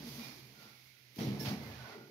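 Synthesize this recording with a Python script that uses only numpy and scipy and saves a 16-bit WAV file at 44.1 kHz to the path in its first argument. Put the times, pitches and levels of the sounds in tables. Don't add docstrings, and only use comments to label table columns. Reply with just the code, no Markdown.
import sys
import numpy as np
from scipy import signal
from scipy.fft import rfft, irfft, next_fast_len
from scipy.io import wavfile

SR = 44100
rng = np.random.default_rng(int(sys.argv[2]) if len(sys.argv) > 2 else 0)


def gain_from_decibels(decibels):
    exponent = np.asarray(decibels, float) / 20
    return 10 ** exponent


def transcribe(u):
    v = np.clip(np.atleast_2d(u).T, -1, 1)
    q = np.round(v * 32767).astype(np.int16)
    wavfile.write(sys.argv[1], SR, q)


N = 92830

# (pitch [Hz], level [dB])
AIR_COLOUR = [(25, -16), (60, 11), (180, -3), (470, -15), (1200, -6), (2000, -2.5), (5000, 0), (13000, -11)]
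# (time [s], force [dB], brightness [dB per octave])
ROLL_FORCE = [(0, -55, 3.5), (.2, -54.5, 1.2), (.3, -56.5, -0.2), (.5, -62, -3), (0.651, -61.5, 2),
              (.8, -75.5, 0), (1.161, -73, 4), (1.19, -40.5, 0.5), (1.31, -37.5, -3), (1.345, -40.5, -1.8),
              (1.43, -44, 0.5), (1.52, -43.5, 1.5), (1.565, -48.5, .3), (1.67, -51.5, 0.5), (1.77, -54, -7),
              (1.88, -60.5, 2), (2.0, -56, 3), (2.1, -62, -3)]
# (pitch [Hz], level [dB], time to fall 60 dB [s])
LEAF_MODES = [(70, -9, 1), (104.4, -16, 0.29), (130.3, -4.5, 0.15), (150, -7, 0.19), (179.7, -10, 0.12),
              (204.4, -4.5, 0.17), (232, -1, 0.203), (266.6, -5, 0.16), (326.6, -4.5, 0.076),
              (390, -7.5, .1), (449.7, -9, 0.11), (559, -17, 0.091), (719, -18, 0.12), (871.3, -15, 0.097)]
# (pitch [Hz], level [dB])
RATTLE_COLOUR = [(18, -71), (30, -39), (64, 2), (85, -26), (114, 10), (234, -6), (613, -12.5), (2500, -51),
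                 (3250, -67), (5500, -120)]
# (start [s], rise [s], hold [s], level [dB], tilt [dB per octave])
SCRAPES = [(-.05, .05, 0.05, -56, 1.4), (0.006, 0.068, 0.1, -52.5, 3.5), (0.151, 0.04, 0.088, -52.5, 1.5),
           (0.296, 0.016, 0.08, -59, 2.5), (0.377, 0.056, 0.19, -65, 2.3), (0.492, 0.13, 0.075, -61.5, 1),
           (0.715, 0.036, 0.13, -67.5, 3.5), (1.117, 0.048, .01, -57.5, 4.5),
           (1.177, 0.01, 0.063, -50, 1.2), (1.265, 0.015, 0.1, -56, -0.5), (1.387, 0.011, 0.038, -48.5, 4),
           (1.44, 0.013, 0.044, -45.5, 0), (1.541, 0.047, 0.23, -56, -1.7), (1.603, 0.023, 0.065, -61.5, 8),
           (1.74, .13, 0.064, -54, -3)]
# (pitch [Hz], level [dB])
SCRAPE_COLOUR = [(240, -28), (400, -9.5), (749, -3), (1490, -8.5), (2120, -14), (4780, -10.5),
                 (7450, -17.5), (12000, -25.5), (15500, -27)]
# (start [s], length [s], pitch [Hz], wander [Hz], level [dB])
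GROANS = [(-.02, 0.23, 70, 4, -63), (-.02, 0.059, 150, 8, -54), (-.02, .045, 270, 11, -55.5),
          (0.033, 0.058, 232, 3.6, -49.5), (0.074, 0.052, 140, 4.8, -51), (.135, 0.056, 145, 6.9, -55.5),
          (.175, 0.044, 236, 3.4, -49.5), (0.224, 0.045, 140, 5, -57), (.27, 0.06, 290, 25, -60.5),
          (.36, 0.041, 360, 15.4, -64), (0.302, .24, 130, 5.2, -66), (.56, 0.064, 230, 23, -68.5),
          (1.216, 0.046, 130, 9.9, -41.5), (1.262, 0.04, 121.9, 5.9, -44), (1.291, 0.047, 110, 6.4, -43),
          (1.268, 0.021, 200, 10, -42.5), (1.295, 0.024, 195, 11, -39.5), (1.346, 0.069, 135, 10.6, -47.5),
          (1.41, 0.045, 140, 15.3, -49), (1.456, 0.056, 120, 9.1, -43.5), (1.499, 0.029, 200, 8.7, -43),
          (1.558, 0.092, 140, 14, -50), (1.52, 0.32, 74, 5.9, -59), (1.643, 0.091, 113, 8, -55.5),
          (1.756, .11, 124.1, 5.9, -55), (1.892, .035, 400, 17.2, -59.5), (1.942, .07, 390, 23, -59.5),
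          (1.957, 0.081, 126.5, 4.1, -59), (2.03, 0.085, 381, 24.6, -65)]
# (time [s], peak [dB], pitch of the struck part [Hz])
KNOCKS = [(.002, -53, 256), (0.084, -56, 142), (1.165, -48, 335), (1.187, -38.5, 200), (1.205, -39, 198),
          (1.217, -33.5, 390), (1.24, -36, 322), (1.269, -34, 124), (1.288, -36.5, 256), (1.308, -39, 192),
          (1.399, -41.5, 245), (1.46, -37, 225), (1.478, -41, 140), (1.512, -37, 208), (1.54, -46.5, 200),
          (1.656, -42.5, 122), (1.955, -46.5, 404), (2.03, -51.5, 378)]
# (start [s], length [s], pitch [Hz],
# wander [Hz], level [dB])
SQUEALS = [(0.193, 0.086, 2410, 18.4, -63), (0.545, 0.085, 1400, 34, -69), (0.632, .045, 1385, 40, -65),
           (.68, 0.063, 1390, 20.3, -73), (.92, 0.082, 1420, 29.6, -81), (1.396, 0.025, 5390, 110, -49.5),
           (1.39, 0.042, 1718, 11.2, -62.5), (1.205, 0.031, 5750, 100, -56.5),
           (1.9, 0.065, 2000, 59.6, -70), (1.68, 0.073, 1700, 42, -67.5), (1.78, .1, 1500, 35, -60.5),
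           (1.835, 0.036, 1100, 20.6, -63), (1.905, .055, 1415, 29.6, -61.5),
           (1.975, 0.077, 1430, 35.2, -67.5), (0.194, 0.147, 5200, 502, -65), (.3, 0.176, 2350, 90, -77),
           (0.674, .25, 2200, 69, -80.5), (1.185, 0.034, 3250, 200, -60.5), (1.2, .065, 3950, 120, -61.5),
           (1.245, 0.064, 3050, 450, -61), (1.185, 0.049, 740, 69, -55.5), (1.397, 0.018, 12800, 300, -63),
           (1.452, 0.024, 3000, 248, -53.5), (1.455, 0.043, 4500, 500, -54.5), (1.5, 0.063, 790, 30, -58),
           (1.45, .05, 620, 81, -54.5), (1.6, 0.073, 2080, 70, -70)]
# (pitch [Hz], time to fall 60 dB [s])
ECHO_TIME = [(100, 0.4), (1000, 0.8), (5000, 0.27), (14000, 0.51)]
# (pitch [Hz], likeness [0-1])
PORT_LIKENESS = [(25, .8), (60, .99), (200, .97), (640, .78), (1400, 0.1)]
# (pitch [Hz], difference [dB])
PORT_DIFFERENCE = [(60, -3), (380, -0.5), (700, -0.7), (1300, -4), (2400, -12), (4400, -10), (8000, -2.5),
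                   (12000, -11)]

AIR_DB, HISS_LEFT_DB = -64.5, -3.5
HUM_HZ, HUM_WANDER_HZ, HUM_WAVER_DB, HUM_DB = 126, 2.2, 2.2, -69
BUMPS_PER_S, BUMP_SPREAD_DB, ROLL_DB, RATTLE_DB = 1500, 1.5, -2, -6
GRIT_PER_S, GRIT_SPREAD_DB, SCRAPE_FADE_S = 2500, 2, .05
KNOCK_DB, KNOCK_SPREAD_OCT, CONTACT_S = -6, 0.51, 0.0011
RISE_SHARE, SQUEAL_FADE_S, SQUEAL_WAVER_DB = 0.14, 0.0089, 2.5
ECHO_DB, ECHO_BASS_HZ = -6, 292
LOW_CUT_HZ, TOP_HZ, RIGHT_LAG_S = 86.6, 15750, .00017
NOTCH_HZ, NOTCH_OCT, NOTCH_DB = np.array([[8600], [7800]]), np.array([[.28], [.22]]), np.array([[-11], [-15]])
PORT_HZ, PORT_OCT, PORT_DB = 2134, 0.25, 6
SHELL_HZ, SHELL_OCT, SHELL_DB = 12620, 0.14, np.array([[.3], [4]])


def curve(table, hz):
    a = np.array(table, float)
    return np.interp(np.log(np.maximum(hz, 1)), np.log(a[:, 0]), a[:, 1])


def shape(x, gain):
    m = next_fast_len(N + 8192)
    return irfft(rfft(x, m) * gain(np.fft.rfftfreq(m, 1 / SR)), m)[..., :N]


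def unit(x):
    return x / np.sqrt(np.mean(x ** 2))


def ring(x, hz, t60):
    r = np.exp(-np.log(1000) / (max(t60, .004) * SR))
    w = 2 * np.pi * hz / SR
    return signal.lfilter([np.sin(w) * np.sqrt(4 * (1 - r))], [1, -2 * r * np.cos(w), r * r], x)


def grains(per_s, spread_db):
    on = rng.random(N) < per_s / SR
    return unit(on * rng.standard_normal(N) * gain_from_decibels(spread_db * rng.exponential(size=N)))


def gate(t, start, rise, hold, fade):
    up = np.clip((t - start) / max(rise, 1e-3), 0, 1)
    late = np.maximum(t - start - rise - hold, 0)
    return up ** 2 * np.exp(-late * np.log(1000) / (6 * fade))


def walk(per_s):
    step = 32
    count = N // step + 2
    f = np.fft.rfftfreq(count, step / SR)
    slow = irfft(rfft(rng.standard_normal(count)) / (1 + (f / per_s) ** 2), count)
    return np.interp(np.arange(N) / step, np.arange(count), unit(slow))


def whine(hz, wander_hz, waver_db, per_s):
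    level = np.sqrt(2) * gain_from_decibels(waver_db * walk(per_s))
    turns = np.cumsum(hz + wander_hz * walk(per_s)) / SR
    return level * np.sin(2 * np.pi * turns)


def pair(a, b):
    alike = lambda f: np.clip(curve(PORT_LIKENESS, f), 0, 1)
    mid = shape(a, lambda f: np.sqrt((1 + alike(f)) / 2))
    side = shape(b, lambda f: np.sqrt((1 - alike(f)) / 2))
    return np.array([mid + side, mid - side])


def landing():
    air = [gain_from_decibels(AIR_DB) * unit(shape(rng.standard_normal(N), lambda f: gain_from_decibels(curve(AIR_COLOUR, f))))
           for port in range(2)]
    hum = gain_from_decibels(HUM_DB) * whine(HUM_HZ, HUM_WANDER_HZ, HUM_WAVER_DB, 4.5)
    return pair(air[0] + hum, air[1]) * gain_from_decibels(np.array([[HISS_LEFT_DB], [0]]))


def rolling_leaf(force, bright_db):
    total = np.sqrt(sum(gain_from_decibels(db) ** 2 for _, db, _ in LEAF_MODES))
    bumps = grains(BUMPS_PER_S, BUMP_SPREAD_DB) * force * gain_from_decibels(ROLL_DB) / total
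    roll = np.zeros(N)
    for k, (hz, db, t60) in enumerate(LEAF_MODES):
        shake = bumps * gain_from_decibels(db + bright_db * np.log2(hz / 200))
        roll += (-1) ** k * ring(shake, hz, t60)
    return roll


def rattling_panels(force, bright_db):
    colour = lambda f: gain_from_decibels(curve(RATTLE_COLOUR, f)) * (f < 2500) * f / (f + 400)
    return gain_from_decibels(RATTLE_DB + bright_db) * force * unit(shape(rng.standard_normal(N), colour))


def scraping_shoes(t):
    out = np.zeros(N)
    for start, rise, hold, db, tilt_db in SCRAPES:
        tilt = lambda f: tilt_db * np.log2(np.maximum(f, 200) / 3500)
        colour = lambda f: gain_from_decibels(curve(SCRAPE_COLOUR, f) + tilt(f)) * f / (f + 300)
        rub = grains(GRIT_PER_S, GRIT_SPREAD_DB) + rng.standard_normal(N)
        out += gain_from_decibels(db) * gate(t, start, rise, hold, SCRAPE_FADE_S) * unit(shape(rub, colour))
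    return out


def stick_slip(t, events):
    out = np.zeros(N)
    for start, length, hz, wander_hz, db in events:
        tone = whine(hz, wander_hz, SQUEAL_WAVER_DB, min(3 * wander_hz, 300))
        rise = RISE_SHARE * length
        out += gain_from_decibels(db) * gate(t, start, rise, length - rise, SQUEAL_FADE_S) * tone
    return out


def knocking_leaf(t):
    modes_hz = np.array(LEAF_MODES)[:, 0]
    hits = np.zeros((len(LEAF_MODES), N))
    for s, db, hz in KNOCKS:
        push = np.exp(-((t - s) / CONTACT_S) ** 2 * 2)
        near = 0.078 + np.exp(-(np.log2(modes_hz / hz) / KNOCK_SPREAD_OCT) ** 2)
        sign = np.sign(rng.standard_normal(len(LEAF_MODES)))
        hits += np.outer(sign * near, push / push.sum()) * gain_from_decibels(db + KNOCK_DB) * 32
    return sum(ring(hit, hz, t60) for hit, (hz, _, t60) in zip(hits, LEAF_MODES))


def stairwell(x):
    t = np.arange(SR) / SR
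    tail = np.zeros(N)
    for hz in 63 * 2 ** np.arange(9):
        octave = lambda f: np.clip(1 - abs(np.log2(np.maximum(f, 1) / hz)), 0, 1) ** .5
        band = shape(rng.standard_normal(N), octave)[:SR]
        fade = np.exp(-np.log(1000) * t / curve(ECHO_TIME, hz)) * np.clip(t / 0.013, 0, 1)
        bass_cut = hz / np.hypot(hz, ECHO_BASS_HZ)
        tail[:SR] += bass_cut * band * fade / np.sqrt(np.sum(fade ** 2))
    return x + gain_from_decibels(ECHO_DB) * signal.fftconvolve(x, tail)[:N]


def scene():
    t = np.arange(N) / SR
    s, force_db, bright_db = np.array(ROLL_FORCE).T
    force, bright_db = gain_from_decibels(np.interp(t, s, force_db)), np.interp(t, s, bright_db)
    knocks = knocking_leaf(t)
    door = []
    for port in range(2):
        leaf = rolling_leaf(force, bright_db) + rattling_panels(force, bright_db) + knocks
        rail = scraping_shoes(t) + stick_slip(t, GROANS + SQUEALS)
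        door.append(stairwell(leaf + rail))
    return pair(*door) + landing()


def band_limit(x):
    return signal.sosfilt(signal.butter(12, 15730, fs=SR, output="sos"), x)


def record(dry):
    bump = lambda f, hz, octs, db: db * np.exp(-(np.log2(np.maximum(f, 1) / hz) / octs) ** 2)
    notch = lambda f: bump(f, NOTCH_HZ, NOTCH_OCT, NOTCH_DB)
    peaks = lambda f: bump(f, PORT_HZ, PORT_OCT, PORT_DB) + bump(f, SHELL_HZ, SHELL_OCT, SHELL_DB)
    ports = lambda f: np.outer([.5, -.5], curve(PORT_DIFFERENCE, f))
    lag = lambda f: np.exp(-2j * np.pi * np.outer([0, RIGHT_LAG_S], f))
    low_cut = signal.butter(N=3, Wn=LOW_CUT_HZ, btype="high", fs=SR, output="sos")
    heard = signal.sosfilt(low_cut, dry)
    mix = shape(heard, lambda f: gain_from_decibels(ports(f) + notch(f) + peaks(f)) * (f < TOP_HZ) * lag(f))
    return band_limit(mix)


dry = scene()
out = record(dry)
transcribe(out)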